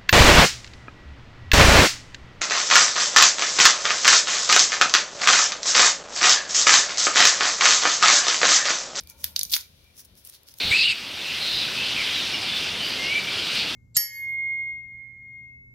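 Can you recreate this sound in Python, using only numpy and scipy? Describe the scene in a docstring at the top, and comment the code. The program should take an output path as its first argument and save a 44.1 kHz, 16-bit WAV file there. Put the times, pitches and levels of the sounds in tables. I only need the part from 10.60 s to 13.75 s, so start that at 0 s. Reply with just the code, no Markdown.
"""Flying foxes at dusk

Thousands of distant voices merge into a shrill wash, and single rasps and squeals stand out,
echoing in the trees. The rasps are rough larynx pulses through gliding resonances, the squeals
narrow resonances or trembling tones. One bat screeches close by and the gain control ducks,
then recovers. Light air bumps the single microphone over a low outdoor bed."""
import sys
import numpy as np
from scipy import signal
from scipy.io import wavfile
from scipy.ndimage import uniform_filter1d

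SR = 44100
rng = np.random.default_rng(int(sys.argv[2]) if len(sys.argv) > 2 else 0)


def wrap_up_sound(samples):
    """Save the sound to the file named by the first command line argument, as 16-bit audio."""
    columns = np.atleast_2d(samples).T
    # keep every value between -1 and 1, then stretch to whole-number steps
    tamed = np.clip(columns, -1, 1)
    steps = np.round(tamed * 32767).astype(np.int16)
    wavfile.write(sys.argv[1], SR, steps)


N = 138915
TIME = np.arange(N) / SR

# The arc of the close screech. Each row: time in seconds, pitch in Hz, tone level in dB, rasp level
# in dB, upper resonance in Hz, its level in dB, level of the top edges in dB.
SCREECH_ARC = [(.100, 2116, -52, -44, 3870, -34, -46), (.116, 2190, -20.5, -36, 3870, -24, -42),
               (.130, 2350, -15.5, -22, 3950, -28, -39.5), (.150, 2484, -18.5, -34, 4150, -24, -42),
               (.170, 2550, -18, -24, 4530, -23, -41), (.195, 2630, -19.5, -26, 4260, -18, -39),
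               (.217, 2660, -15.5, -27, 4500, -15, -44), (.240, 2800, -16.5, -14.5, 4150, -14, -43),
               (.256, 2930, -13, -27, 3800, -14, -39), (.278, 2840, -11.5, -16, 4000, -18, -41),
               (.288, 2740, -16, -21, 4140, -17, -39), (.310, 2694, -11.5, -15, 4230, -16, -32.5),
               (.324, 2564, -15.5, -21, 4270, -22, -36), (.340, 2650, -26, -42, 4300, -45, -47)]
# Thin top edges that ride on the pitch. Each row: offset above it in Hz, width in Hz, trim in dB.
TOP_EDGES = [(4650, 1500, 0.5), (5750, 880, 0.5), (8400, 1200, -12)]


def screech(pulse_hz=613, wander_hz=55, lurch_db=0.5, edge_flicker_db=2.5, crest_db=-14.5):
    """A ragged arching tone that breaks into a rasp, with a broad upper resonance and thin top edges."""
    main_hz, tone_db, rasp_db, upper_hz, upper_db, edge_db = in_time(SCREECH_ARC)
    voice = larynx(pulse_hz, rough=1, size=N)
    tone = rough_tone(main_hz + wander_hz * drift(92, N), jitter=0.0247, flutter_db=2.8, rate_hz=268)
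    rasp = resonance(voice, main_hz + 44, width_hz=1100)  # hoarse spread around the tone
    crest = from_db(crest_db) * resonance(voice, upper_hz, width_hz=200)
    upper = resonance(voice, upper_hz, width_hz=1180) + crest
    edges = 0
    for above_hz, width_hz, db in TOP_EDGES:
        flicker = from_db(db + edge_flicker_db * drift(45, N))
        edges += flicker * resonance(voice, main_hz + above_hz, width_hz)
    effort = during(SCREECH_ARC) * from_db(lurch_db * drift(59, N))
    body = from_db(tone_db) * tone + from_db(rasp_db) * rasp
    return effort * (body + from_db(upper_db) * upper + from_db(edge_db) * edges)


# One drawn-out rising squeal. Each row: time in seconds, pitch in Hz, level in dB.
SQUEAL_RISE = [(2.37, 2100, -48), (2.398, 2095, -33), (2.44, 2125, -32.5), (2.49, 2205, -32),
               (2.529, 2300, -25.5), (2.541, 2310, -39), (2.556, 2335, -22), (2.595, 2335, -26),
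               (2.615, 2340, -45)]


def squeal():
    """One bat holds a nearly pure, trembling tone."""
    hz, db = in_time(SQUEAL_RISE)
    return during(SQUEAL_RISE) * from_db(db) * rough_tone(hz, jitter=0.0057, flutter_db=3.3, rate_hz=110)


# Calls from the nearer trees; wide ones rasp, narrow ones squeak. Each row: start in seconds, length
# in seconds, opening resonance in Hz, closing resonance in Hz, arch in Hz, width in Hz, level in dB.
NEAR_CALLS = [(-.03, .15, 4050, 3770, 0, 970, -26.5), (.0, 0.071, 2390, 2400, 0, 500, -31.5),
              (.074, .022, 3640, 3630, 4, 120, -19), (.34, .12, 2710, 2720, 0, 303, -48),
              (.64, .10, 2800, 2520, 0, 450, -29.5), (.80, 0.27, 4060, 3710, -4, 700, -27),
              (.92, .14, 4770, 4530, 18, 900, -34), (1.07, 0.045, 1483, 1500, 16, 70, -37),
              (1.17, 0.087, 2566, 2670, -3, 130, -29.5), (1.19, 0.17, 3200, 3150, -2, 830, -31),
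              (1.355, 0.096, 2490, 2090, -5, 400, -28.5), (1.45, .12, 3350, 3220, -4, 1520, -32.5),
              (1.51, .05, 3280, 3240, -6, 70, -29.5), (1.52, 0.13, 4140, 3260, 98, 220, -32),
              (1.715, .08, 5240, 4800, 300, 252, -37.5), (1.81, .05, 5520, 4470, -150, 248, -36),
              (1.73, 0.039, 2370, 2330, 0, 130, -29.5), (1.73, .05, 2850, 2880, 8, 130, -28),
              (1.87, .125, 3640, 3750, -230, 101, -33), (1.99, .07, 3100, 2830, 0, 606, -32),
              (2.09, .06, 2800, 2750, 0, 100, -37), (2.19, .09, 3020, 2900, 40, 330, -30.5),
              (2.22, 0.15, 4680, 4800, 0, 600, -36), (2.42, .125, 2780, 3020, -60, 129, -33),
              (2.525, .04, 3000, 3500, 0, 700, -28), (2.655, .05, 3220, 3170, 0, 90, -36),
              (2.72, .13, 3250, 3170, 0, 220, -35.5), (2.87, 0.18, 2710, 2670, 0, 594, -33),
              (2.94, 0.11, 3400, 3500, 0, 900, -31), (2.96, 0.075, 4500, 4550, 0, 800, -29.5)]


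def calls(rows, attack_s=0.011, release_s=0.03, pulse_hz=433.4):
    """Each call is a rough voice through one gliding resonance, with attack, hold and release."""
    out = np.zeros(N)
    for start, length, start_hz, end_hz, arch_hz, width_hz, db in rows:
        t = np.arange(int(max(length, .02) * SR)) / SR
        hz = np.linspace(start_hz, end_hz, len(t)) + arch_hz * np.sin(np.pi * t / t[-1])
        buzz = larynx(pulse_hz * rng.uniform(.7, 1.4), rough=0.5, size=len(t))
        voice = resonance(buzz, hz, width_hz)
        envelope = np.minimum(t / attack_s, 1) * np.minimum((t[-1] - t) / release_s, 1)
        at = int(start * SR) + np.arange(len(t))
        inside = (at >= 0) & (at < N)
        out[at[inside]] += (from_db(db) * envelope * voice)[inside]
    return out


def chatter(per_second=24, low_hz=2437, high_hz=4630):
    """Short gliding squabbles from farther off in the roost, scattered at random."""
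    rows = []
    for when, long, pitch, glide, wide, loud in rng.uniform(-1, 1, (int(per_second * N / SR), 6)):
        start, length = (when + 1) / 2 * N / SR, .06 * 2 ** long
        start_hz = low_hz * (high_hz / low_hz) ** ((pitch + 1) / 2)
        end_hz = start_hz * (1 + 0.11 * glide)
        width_hz, db = 244 * 2 ** wide, -40.5 + 4 * loud
        rows.append((start, length, start_hz, end_hz, 0, width_hz, db))
    return calls(rows)


# The colour of the distant colony. Each row: frequency in Hz, relative noise density in dB.
COLONY_SPECTRUM = [(900, -39), (1150, -17), (1400, -9.5), (1850, -10), (2350, -2.5), (2850, 0),
                   (3900, -2.5), (4800, -5), (5500, -9.5), (6500, -20), (8200, -21), (10500, -26),
                   (15500, -32.5)]
# The colony's vigour, rising and falling. Each row: time in seconds, level in dB.
COLONY_VIGOUR = [(0, -31), (.3, -24), (.5, -29.5), (.75, -26.5), (1.05, -28.5), (1.3, -27.5), (1.55, -26.5),
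                 (1.85, -29.5), (2.0, -27), (2.12, -29.5), (2.3, -29), (2.65, -29.5), (2.96, -26.5),
                 (3.15, -30.5)]


def colony():
    """The farthest voices merge into a flickering wash."""
    db, = in_time(COLONY_VIGOUR)
    return from_db(db) * banded_noise(COLONY_SPECTRUM, patchy_db=1.42, flicker_hz=13)


# Soft bumps of air. Each row: peak time in seconds, half-length in seconds, level in dB.
AIR_PUFFS = [(.052, 0.017, -34), (.082, 0.012, -34), (.112, 0.0089, -30), (.305, 0.033, -34.5),
             (.95, 0.041, -43), (1.38, 0.099, -55)]


def puffs():
    """Light air hits the microphone with low thuds."""
    return swells(AIR_PUFFS, hz=108, width_hz=124)


# Touches of high hiss. Each row: peak time in seconds, half-length in seconds, level in dB.
TREBLE_RUSTLES = [(.12, 0.6, -46.5), (.93, 0.4, -48.5), (1.98, .05, -57), (2.28, 0.063, -48),
                  (2.953, .005, -40)]


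def rustles():
    """Faint rustles come and go in the treble."""
    return swells(TREBLE_RUSTLES, hz=10200, width_hz=10600)


# The colour of the outdoor bed. Each row: frequency in Hz, relative noise density in dB.
AIR_SPECTRUM = [(25, -10), (50, -14), (90, -1), (170, -1), (300, -1), (450, -3.5), (1000, -6.5), (2000, -9),
                (4000, -22)]


def outdoor_air(level_db=-38.5):
    """A low, gently wavering bed of noise under the bats."""
    return from_db(level_db) * banded_noise(AIR_SPECTRUM, patchy_db=1.0, flicker_hz=9.2)


def canopy_echoes(x, t60_s=0.67):
    """The trees scatter sound back: ten feedback delays, together as loud as the input."""
    out = np.zeros(N)
    for k, lag in enumerate((np.geomspace(.021, .083, 10) * SR).astype(int)):
        loop, feedback = x.copy(), from_db(-60 * lag / SR / t60_s)
        for i in range(lag, N, lag):
            loop[i:i + lag] += feedback * loop[i - lag:i][:N - i]
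        out += (loop - x) * (-1) ** k
    return unit_rms(out) * np.std(x)


def larynx(pulse_hz, rough, size, jitter=.18):
    """Uneven pulses mixed with hiss gated in every cycle; rough is the hiss's share of the power."""
    cycles = np.cumsum(pulse_hz * np.exp(jitter * drift(60, size))) / SR
    pulses = np.diff(np.floor(cycles), prepend=0)
    hiss = rng.standard_normal(size) * np.exp(-2 * (cycles % 1))
    return np.sqrt(1 - rough) * unit_rms(pulses) + np.sqrt(rough) * unit_rms(hiss)


def rough_tone(hz, jitter, flutter_db, rate_hz):
    """A shrill tone that trembles in pitch and level; rms 1."""
    phase = 2 * np.pi * np.cumsum(hz * (1 + jitter * drift(rate_hz, N))) / SR
    return unit_rms(from_db(flutter_db * drift(rate_hz, N)) * np.sin(phase))


def resonance(source, hz, width_hz, even=0.61):
    """A movable resonance with steep skirts, its level partly evened out; rms 1."""
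    carrier = np.exp(2j * np.pi * np.cumsum(hz * np.ones(len(source))) / SR)
    lowpass = signal.butter(3, min(width_hz / 2, SR / 4), fs=SR, output="sos")
    ring = signal.sosfilt(lowpass, source / carrier)  # the band, shifted down to 0 Hz
    power = uniform_filter1d(np.abs(ring) ** 2, size=300)
    return unit_rms((ring * carrier).real / (np.abs(power) + 1e-9) ** (even / 2))


def swells(rows, hz, width_hz):
    """Rounded bursts of noise in one band."""
    envelope = sum(from_db(db) * np.exp(-2 * ((TIME - peak) / half) ** 2) for peak, half, db in rows)
    return envelope * resonance(rng.standard_normal(N), hz, width_hz, even=0.59)


def banded_noise(spectrum, patchy_db, flicker_hz):
    """Eighteen bands of noise, each wavering in level; rms 1."""
    hz, db = np.transpose(spectrum)
    edges = np.geomspace(hz[0], min(hz[-1], SR * .45), 19)
    out, white = 0, rng.standard_normal((2, N))
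    for k, (low, high) in enumerate(zip(edges, edges[1:])):
        band = signal.sosfilt(signal.butter(2, [low, high], "band", fs=SR, output="sos"), white[k % 2])
        band_db = np.interp(np.log(low * high) / 2, np.log(hz), db)
        out += band * from_db(band_db + patchy_db * drift(flicker_hz, N))
    return unit_rms(out)


def drift(rate_hz, size, hop=40):
    """Smooth random movement of spread 1."""
    pole = np.exp(-2 * np.pi * rate_hz * hop / SR)
    white = rng.standard_normal(size // hop + 2002)
    slow = signal.lfilter([1], [1, -2 * pole, pole * pole], white)[2000:]  # once the filter has settled
    return np.interp(np.arange(size) / hop, np.arange(len(slow)), unit_rms(slow))


def in_time(rows):
    """Each column of a curve, at every sample."""
    times, *columns = np.transpose(rows)
    return [np.interp(TIME, times, column) for column in columns]


def during(rows, fade_s=.004):
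    """A gate that is open while a curve lasts."""
    return np.clip(np.minimum(TIME - rows[0][0], rows[-1][0] - TIME) / fade_s, 0, 1)


def from_db(db):
    """Decibels to gain."""
    return 10 ** (np.asarray(db) / 20)


def unit_rms(x):
    """Scale to rms 1."""
    return x / np.sqrt(np.mean(x ** 2) + 1e-20)


def scene(roost_send_db=-6.5, close_send_db=-16):
    """Far and near bats among the trees, over the background; both channels alike."""
    background = colony() + outdoor_air() + puffs() + rustles()
    close = screech()
    roost = squeal() + calls(NEAR_CALLS) + chatter()
    echoes = canopy_echoes(from_db(roost_send_db) * roost + from_db(close_send_db) * close)
    mono = close + roost + echoes + background
    return np.array([mono, mono])


def gain_control(x, threshold_db=-21.5, attack_s=0.073, release_s=.33):
    """A gain that ducks quickly while the level is over the threshold and comes back slowly."""
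    step, cut_db, cuts = SR // 200, 0, []
    power = np.abs(uniform_filter1d(x ** 2, size=512))[::step]
    level_db = 10 * np.log10(power + 1e-12)
    for over_db in np.maximum(level_db - threshold_db, 0):
        lag_s = attack_s if over_db > cut_db else release_s
        cut_db += (over_db - cut_db) * (1 - np.exp(-step / SR / lag_s))
        cuts.append(cut_db)
    return from_db(-np.interp(TIME, TIME[::step], cuts))


def record(dry, cutoff_hz=15800):
    """Gain control, then a steep cut of the very top."""
    lowpass = signal.ellip(12, .1, 80, cutoff_hz, fs=SR, output="sos")
    return signal.sosfilt(lowpass, dry * gain_control(dry[0]))


dry = scene()
out = record(dry)
wrap_up_sound(out)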